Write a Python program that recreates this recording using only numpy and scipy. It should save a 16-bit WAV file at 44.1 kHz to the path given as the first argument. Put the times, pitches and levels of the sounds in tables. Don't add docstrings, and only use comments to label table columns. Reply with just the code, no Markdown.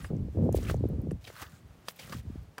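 import sys
import numpy as np
from scipy import signal
from scipy.fft import rfft, irfft
from scipy.io import wavfile

SR = 44100
rng = np.random.default_rng(int(sys.argv[2]) if len(sys.argv) > 2 else 0)


def generate_wav(signal):
    frames = np.transpose(np.atleast_2d(signal))
    scaled = np.clip(frames, -1, 1) * 32767
    pcm = np.round(scaled).astype(np.int16)
    wavfile.write(sys.argv[1], SR, pcm)


def decibels_to_gain(level_db):
    exponent = np.asarray(level_db, float) / 20
    return 10 ** exponent


N = 114660

# time in seconds, strength in dB, brightness in dB per octave.
GUSTS = [(0, -40.5, 1.5), (.04, -33, -8), (.085, -50, -8), (.11, -34.5, 1), (.28, -36.5, -2.5),
         (.315, -51, -4.5), (.39, -30.5, 3.5), (.6, -33.5, -1.05), (.79, -35.5, -1.5), (1.0, -35, 0.5),
         (1.14, -36, -1.3), (1.2, -56, -6), (1.55, -63.5, 3.5), (1.72, -60, 0.5), (1.98, -64, -1),
         (2.1, -49, 1.5), (2.4, -40.5, -13.5), (2.52, -66.5, 3), (2.6, -75, 12.5)]
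# frequency in Hz, level in dB per Hz.
PORT_SPECTRUM = [(15, -46), (25, -12), (45, -2.5), (64, -3), (152, 0.5), (358, -19), (474, -19.5),
                 (1030, -83), (1300, -34), (1690, -64), (2860, -120)]
# start in seconds, peak in dB, frequency in Hz.
PRESSURE_SWELLS = [(.04, -37, 89), (.195, -31.5, 93), (.29, -32.5, 81), (.365, -22.5, 108),
                   (.6, -29.5, 65.6), (.985, -30, 70), (.421, -16.5, 151), (.494, -28, 92), (.555, -21, 90),
                   (.705, -22, 100), (.746, -21.5, 140), (.825, -25.5, 96.5), (.938, -24.5, 91.5),
                   (1.126, -27, 103), (1.18, -41, 86), (1.23, -45.5, 106), (1.275, -52, 79),
                   (1.41, -43, 96), (1.455, -43, 103), (1.53, -42, 150), (1.64, -43.5, 86),
                   (1.69, -45.5, 77.5), (2.045, -44, 152), (2.156, -32, 125), (2.186, -38, 86),
                   (2.25, -38, 199), (2.265, -32, 90), (2.30, -37.5, 237), (2.355, -38, 207),
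                   (2.37, -39.5, 77), (2.47, -45, 92)]
# start in seconds, peak in dB, frequency in Hz.
STRONG_EDDIES = [(.103, -32, 420), (.112, -30, 434), (.132, -29.5, 470), (.149, -33, 400), (.168, -33, 340),
                 (.216, -44, 334), (.283, -37.5, 420), (.347, -37, 384), (.355, -31, 327), (.371, -25, 438),
                 (.396, -30, 375), (.423, -30.5, 524), (.446, -36, 544), (.464, -21, 414),
                 (.490, -18.5, 544), (.545, -14.5, 485), (.571, -28, 400), (.586, -30, 504),
                 (.629, -35.5, 433), (.659, -45, 327), (.696, -27.5, 490), (.711, -27.5, 440),
                 (.743, -22.5, 553), (.772, -37, 320), (.806, -29.5, 347), (.838, -21.5, 452),
                 (.853, -20, 337), (.90, -29.5, 417), (.932, -28, 308), (.982, -26.5, 240),
                 (1.035, -30, 252), (1.07, -28.5, 396), (1.115, -26, 410), (1.30, -38.5, 595),
                 (2.147, -33.5, 254), (2.262, -45, 307), (2.298, -39, 318), (2.355, -40, 297)]
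# frequency in Hz, level in dB per Hz.
HUSH_SPECTRUM = [(35, -21), (60, -13), (113, -2), (408, -4.5), (767, -6.5), (2650, -16), (12000, -28.5),
                 (16000, -28)]
# time in seconds, level in dB.
HUSH_LEVEL = [(0, 0.5), (2.2, 0.5), (2.36, 3), (2.5, -2), (2.6, 1.5)]
# time in seconds, level in dB, wetness in dB.
FOOTSTEPS = [
    [(0, -57, 10), (.035, -61.5, 10), (.07, -60.5, -5), (.11, -72, 20.5)],
    [(.535, -61.5, -15), (.563, -51.5, -26), (.607, -56.5, 3), (.66, -55.5, 12.5), (.70, -47, 8),
     (.745, -60.5, 9), (.79, -82, -7)],
    [(1.21, -67, -18), (1.27, -57, -5), (1.33, -59.5, 7), (1.39, -54.5, 4), (1.425, -43, -6),
     (1.45, -60, 15), (1.49, -65.5, 11.5), (1.56, -65, 2), (1.63, -78, 12)],
    [(1.85, -69, 1), (1.895, -52, -22), (1.93, -69, -17), (1.97, -63.5, -20), (2.01, -52, -7),
     (2.08, -56.5, 6.5), (2.14, -53, 4), (2.195, -59, -3), (2.215, -67, -3)],
]
# frequency in Hz, level in dB per Hz.
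SLUSH_SPECTRUM = [(290, -32), (500, 4), (729, -3.5), (1420, -9.5), (2600, -3.5), (9000, -12.5),
                  (12000, -16), (16000, -10.5)]
# frequency in Hz, start in seconds, length in seconds, peak in dB.
ZIP_SHIVERS = [
    (4950, .005, .03, -63),
    (4950, .045, .045, -59),
    (10400, .015, .035, -57),
    (8600, .04, .05, -61),
]
# start in seconds, length in seconds, centre in Hz,
# width as a frequency ratio, peak in dB.
BRUSHES = [(0.009, 0.084, 9000, 1.25, -49.5), (0.303, 0.073, 7900, 1.7, -64),
           (0.403, 0.096, 8000, 1.8, -62), (0.653, 0.059, 2440, 1.12, -42), (0.764, 0.034, 4300, 1.08, -62),
           (1.336, .13, 1340, 1.33, -41), (1.481, 0.15, 7300, 1.12, -61), (1.489, 0.11, 1460, 1.12, -56),
           (2.001, 0.057, 3020, 1.05, -50.5), (2.121, 0.023, 1100, 1.38, -40.5),
           (1.87, 0.069, 13400, 1.5, -45)]
# start in seconds, peak in dB, centre in Hz, time to fall 60 dB in seconds,
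# bright air in dB.
CRUST_BREAKS = [(0.041, -32.5, 1570, 0.0453, -13), (.524, -36.5, 9400, 0.027, -5),
                (0.551, -36, 9500, 0.0085, 0), (0.56, -39, 9200, 0.033, 8.5),
                (0.685, -40, 2300, 0.036, -12), (0.697, -23.5, 1460, 0.023, -14),
                (0.713, -35, 6160, 0.0143, 3), (1.108, -39, 1430, 0.026, 1), (1.24, -45, 3140, 0.036, -2),
                (1.267, -36, 2550, 0.063, 2), (1.413, -32, 1090, 0.075, -23),
                (1.883, -23.5, 1450, 0.017, 5.5), (1.8846, -25, 3550, 0.02, 7.5),
                (1.987, -35, 2760, 0.062, 8), (2.094, -41, 4930, 0.03, -4), (2.121, -28, 1370, 0.042, 3),
                (2.58, -27, 1170, 0.024, 2), (2.585, -34.5, 1100, 0.025, -19)]
# start in seconds, peak in dB, frequency in Hz.
DROPS = [
    (0.1666, -54, 5700),
    (0.767, -54, 6540),
    (0.888, -46.5, 13700),
    (1.0174, -49.5, 12100),
    (1.116, -43.5, 8900),
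    (1.1314, -74, 5520),
    (1.497, -54, 8000),
    (2.2324, -58, 10600),
]
# start in seconds, peak in dB, frequency in Hz.
GRAIN_SNAPS = [(0.555, -37, 14500), (0.563, -43, 13300), (.566, -39.5, 8500), (0.573, -43, 9000),
               (0.574, -43, 4200), (.584, -47, 4800), (0.615, -53, 9500), (.629, -45.5, 6000),
               (.636, -46, 7900), (.641, -50, 8500), (.648, -42, 2760), (0.669, -49, 8200),
               (.678, -44, 2390), (0.702, -44, 3050), (.706, -39, 7500), (.721, -58, 7200),
               (0.731, -63, 5000), (0.741, -47.5, 7000), (.794, -61, 8040), (1.249, -41.5, 3320),
               (1.269, -47, 3500), (1.28, -49, 3200), (1.301, -45, 1740), (1.353, -47.5, 1210),
               (1.364, -40.5, 1160), (1.37, -48, 4500), (1.398, -55, 3500), (1.466, -45, 3600),
               (1.475, -58, 12500), (1.673, -61, 13800), (1.961, -47, 13500), (2.013, -50, 3480),
               (2.132, -34, 1190), (2.143, -47, 1800), (2.156, -47, 1400), (2.2, -51, 1930),
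               (2.431, -56, 13500)]

SOFT_TOP_HZ = 15850


def rms_one(x):
    return x / np.sqrt(np.mean(x ** 2) + 1e-20)


def in_time(rows, column=1, rest=None):
    rows = np.array(rows)
    return np.interp(np.arange(N) / SR, rows[:, 0], rows[:, column], left=rest, right=rest)


def at_hz(spectrum, hz):
    points = np.array(spectrum)
    return np.interp(np.log(hz), np.log(points[:, 0]), points[:, 1])


def band(x, low_hz, high_hz, order=2):
    edges_hz = [low_hz, min(high_hz, .45 * SR)]
    return signal.sosfilt(signal.butter(order, edges_hz, "band", fs=SR, output="sos"), x)


def drift(rate_hz):
    r = np.exp(-2 * np.pi * rate_hz / SR)
    slow = signal.lfilter([1], [1, -2 * r, r * r], rng.standard_normal(N + SR))
    return rms_one(slow[SR:])


def clicks(per_s, spread_db):
    size = decibels_to_gain(spread_db * np.minimum(rng.exponential(1, N), 3.6)) * rng.choice([-1, 1], N)
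    return size * (rng.random(N) < per_s / SR) + 1e-18


def coloured(spectrum):
    hz = np.maximum(np.arange(N // 2 + 1) * SR / N, 10)
    return rms_one(irfft(rfft(rng.standard_normal(N)) * decibels_to_gain(at_hz(spectrum, hz)), N))


def add(out, s, sound, peak_db):
    i = int(s * SR)
    scaled = decibels_to_gain(peak_db) * sound / np.max(np.abs(sound))
    out[i:i + len(sound)] += scaled[:N - i]


def wind():
    eddies_per_cycle, eddy_spread_db, lump_db, brighten = 1.4, 1.5, 1.6, .3
    lumps = drift(24)
    brightness = in_time(GUSTS, column=2)
    out = np.zeros(N)
    for hz in np.geomspace(45, 900, num=10):
        eddies = rms_one(band(clicks(eddies_per_cycle * hz, eddy_spread_db), hz / 1.319, hz * 1.17))
        octaves = max(np.log2(hz / 80), 0)
        lump = lumps * (.5 + brighten * octaves) + 0.98 * drift(3.4)
        lift_db = octaves * brightness + lump_db * lump
        out += eddies * np.sqrt(hz) * decibels_to_gain(at_hz(PORT_SPECTRUM, hz) + lift_db)
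    return decibels_to_gain(in_time(GUSTS) - 24) * out


def outdoor_hush():
    return decibels_to_gain(-64 + in_time(HUSH_LEVEL) + drift(1.8)) * coloured(HUSH_SPECTRUM)


def ice_grains():
    grains_per_s, spread_db, clump_db = 5000, 2.5, 1.34
    wide = 1 + 1 / 3.35
    clump = drift(58)
    out = np.zeros(N)
    for hz in np.geomspace(600, 17000, num=16):
        grains = rms_one(band(clicks(grains_per_s / 16 * hz / 4000, spread_db), hz / wide, hz * wide))
        level_db = at_hz(SLUSH_SPECTRUM, hz) + clump_db * (1.15 * clump + drift(32))
        out += grains * np.sqrt(hz) * decibels_to_gain(level_db)
    return rms_one(out)


def wet_bubbles():
    out = np.zeros(N)
    for hz in np.geomspace(1230, 2250, num=8):
        out += band(clicks(160, 2.8), hz / 1.133, hz * 0.972) * (1000 / hz)
    return rms_one(out)


def slush():
    grain_db, fizz_db, wet_db = -0.5, -3.5, -9
    crunch = decibels_to_gain(grain_db) * ice_grains() + decibels_to_gain(fizz_db) * coloured(SLUSH_SPECTRUM)
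    wet = wet_bubbles()
    out = np.zeros(N)
    for step in FOOTSTEPS:
        pressure = decibels_to_gain(in_time(step, rest=-120))
        out += pressure * (crunch + decibels_to_gain(wet_db + in_time(step, column=2)) * wet)
    return out


def zip_pull():
    out = np.zeros(N)
    for hz, s, length_s, db in ZIP_SHIVERS:
        n = int(length_s * SR)
        ring = band(rng.standard_normal(5000), hz / 1.015, hz * 1.015)
        add(out, s, ring[:n] * np.hanning(n), db)
    return out


def swishes():
    out = np.zeros(N)
    for s, length_s, hz, width, db in BRUSHES:
        n = int(length_s * SR)
        hiss = band(rng.standard_normal(8000), hz / width, hz * width)
        add(out, s, hiss[:n] * np.hanning(n), db)
    return out


def buffets():
    length_cycles, sag = 1.5, 0.89
    out = np.zeros(N)
    for s, db, hz in list(PRESSURE_SWELLS) + list(STRONG_EDDIES):
        cycles = np.arange(int(8 * SR / hz)) * hz / SR
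        slowed = np.log1p(sag * cycles / 2) * 2 / sag * 1.382
        swing = np.sin(2 * np.pi * (slowed + rng.random()))
        add(out, s, swing * cycles ** 2 * np.exp(-3 * cycles / length_cycles), db)
    return out


def cracks():
    shards_per_s, base_air_db, body_db = 1400, -9, -4.5
    out, t = np.zeros(N), np.arange(3000) / SR
    for s, db, hz, t60, air_db in CRUST_BREAKS:
        shards = rng.standard_normal(3000) * (1 + 1.6 * (rng.random(3000) < shards_per_s / SR))
        swell_in = np.minimum(t / (2.41 * t60 ** 2), 1) ** 2
        shards = shards * decibels_to_gain(-60 * t / t60) * swell_in
        colour = rms_one(band(shards, hz / 1.57, hz * 1.34))
        late = np.roll(shards, 40)
        air = rms_one(band(late, 1400, 13400, order=1) + 2.3 * band(shards, 3100, 5200))
        body = rms_one(band(shards, 202, 710))
        add(out, s, colour + decibels_to_gain(base_air_db + air_db) * air + decibels_to_gain(body_db) * body, db)
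    return out


def ticks():
    out, t = np.zeros(N), np.arange(1000) / SR
    for s, db, hz in DROPS:
        burst = rng.standard_normal(1000) * decibels_to_gain(-60 * t / 0.0097)
        add(out, s, band(burst, hz / 1.13, hz * 1.17), db)
    return out


def snaps():
    t60_s, rise_s, width = 0.017, 0.0013, 1.21
    out, t = np.zeros(N), np.arange(1500) / SR
    for s, db, hz in GRAIN_SNAPS:
        burst = rng.standard_normal(1500) * decibels_to_gain(-60 * t / t60_s) * np.minimum(t / rise_s, 1)
        add(out, s, band(burst, hz / width, hz * width), db)
    return out


def scene():
    port = band(wind() + buffets(), 47.5, 1100, order=3)
    crust = cracks()
    outside = outdoor_hush() + slush() + zip_pull() + swishes() + crust + ticks() + snaps()
    soft_top = signal.ellip(12, .5, 60, SOFT_TOP_HZ, fs=SR, output="sos")
    leak = .15 * band(crust, SOFT_TOP_HZ, 19000, order=4)
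    return (port + signal.sosfilt(soft_top, outside) + leak)[None]


def low_pass(x):
    return signal.sosfilt(signal.butter(12, 16760, fs=SR, output="sos"), x)


def record(dry):
    top_cut = signal.cheby2(12, 70, 17100, fs=SR, output="sos")
    return low_pass(signal.sosfilt(top_cut, dry))


dry = scene()
out = record(dry)
generate_wav(out)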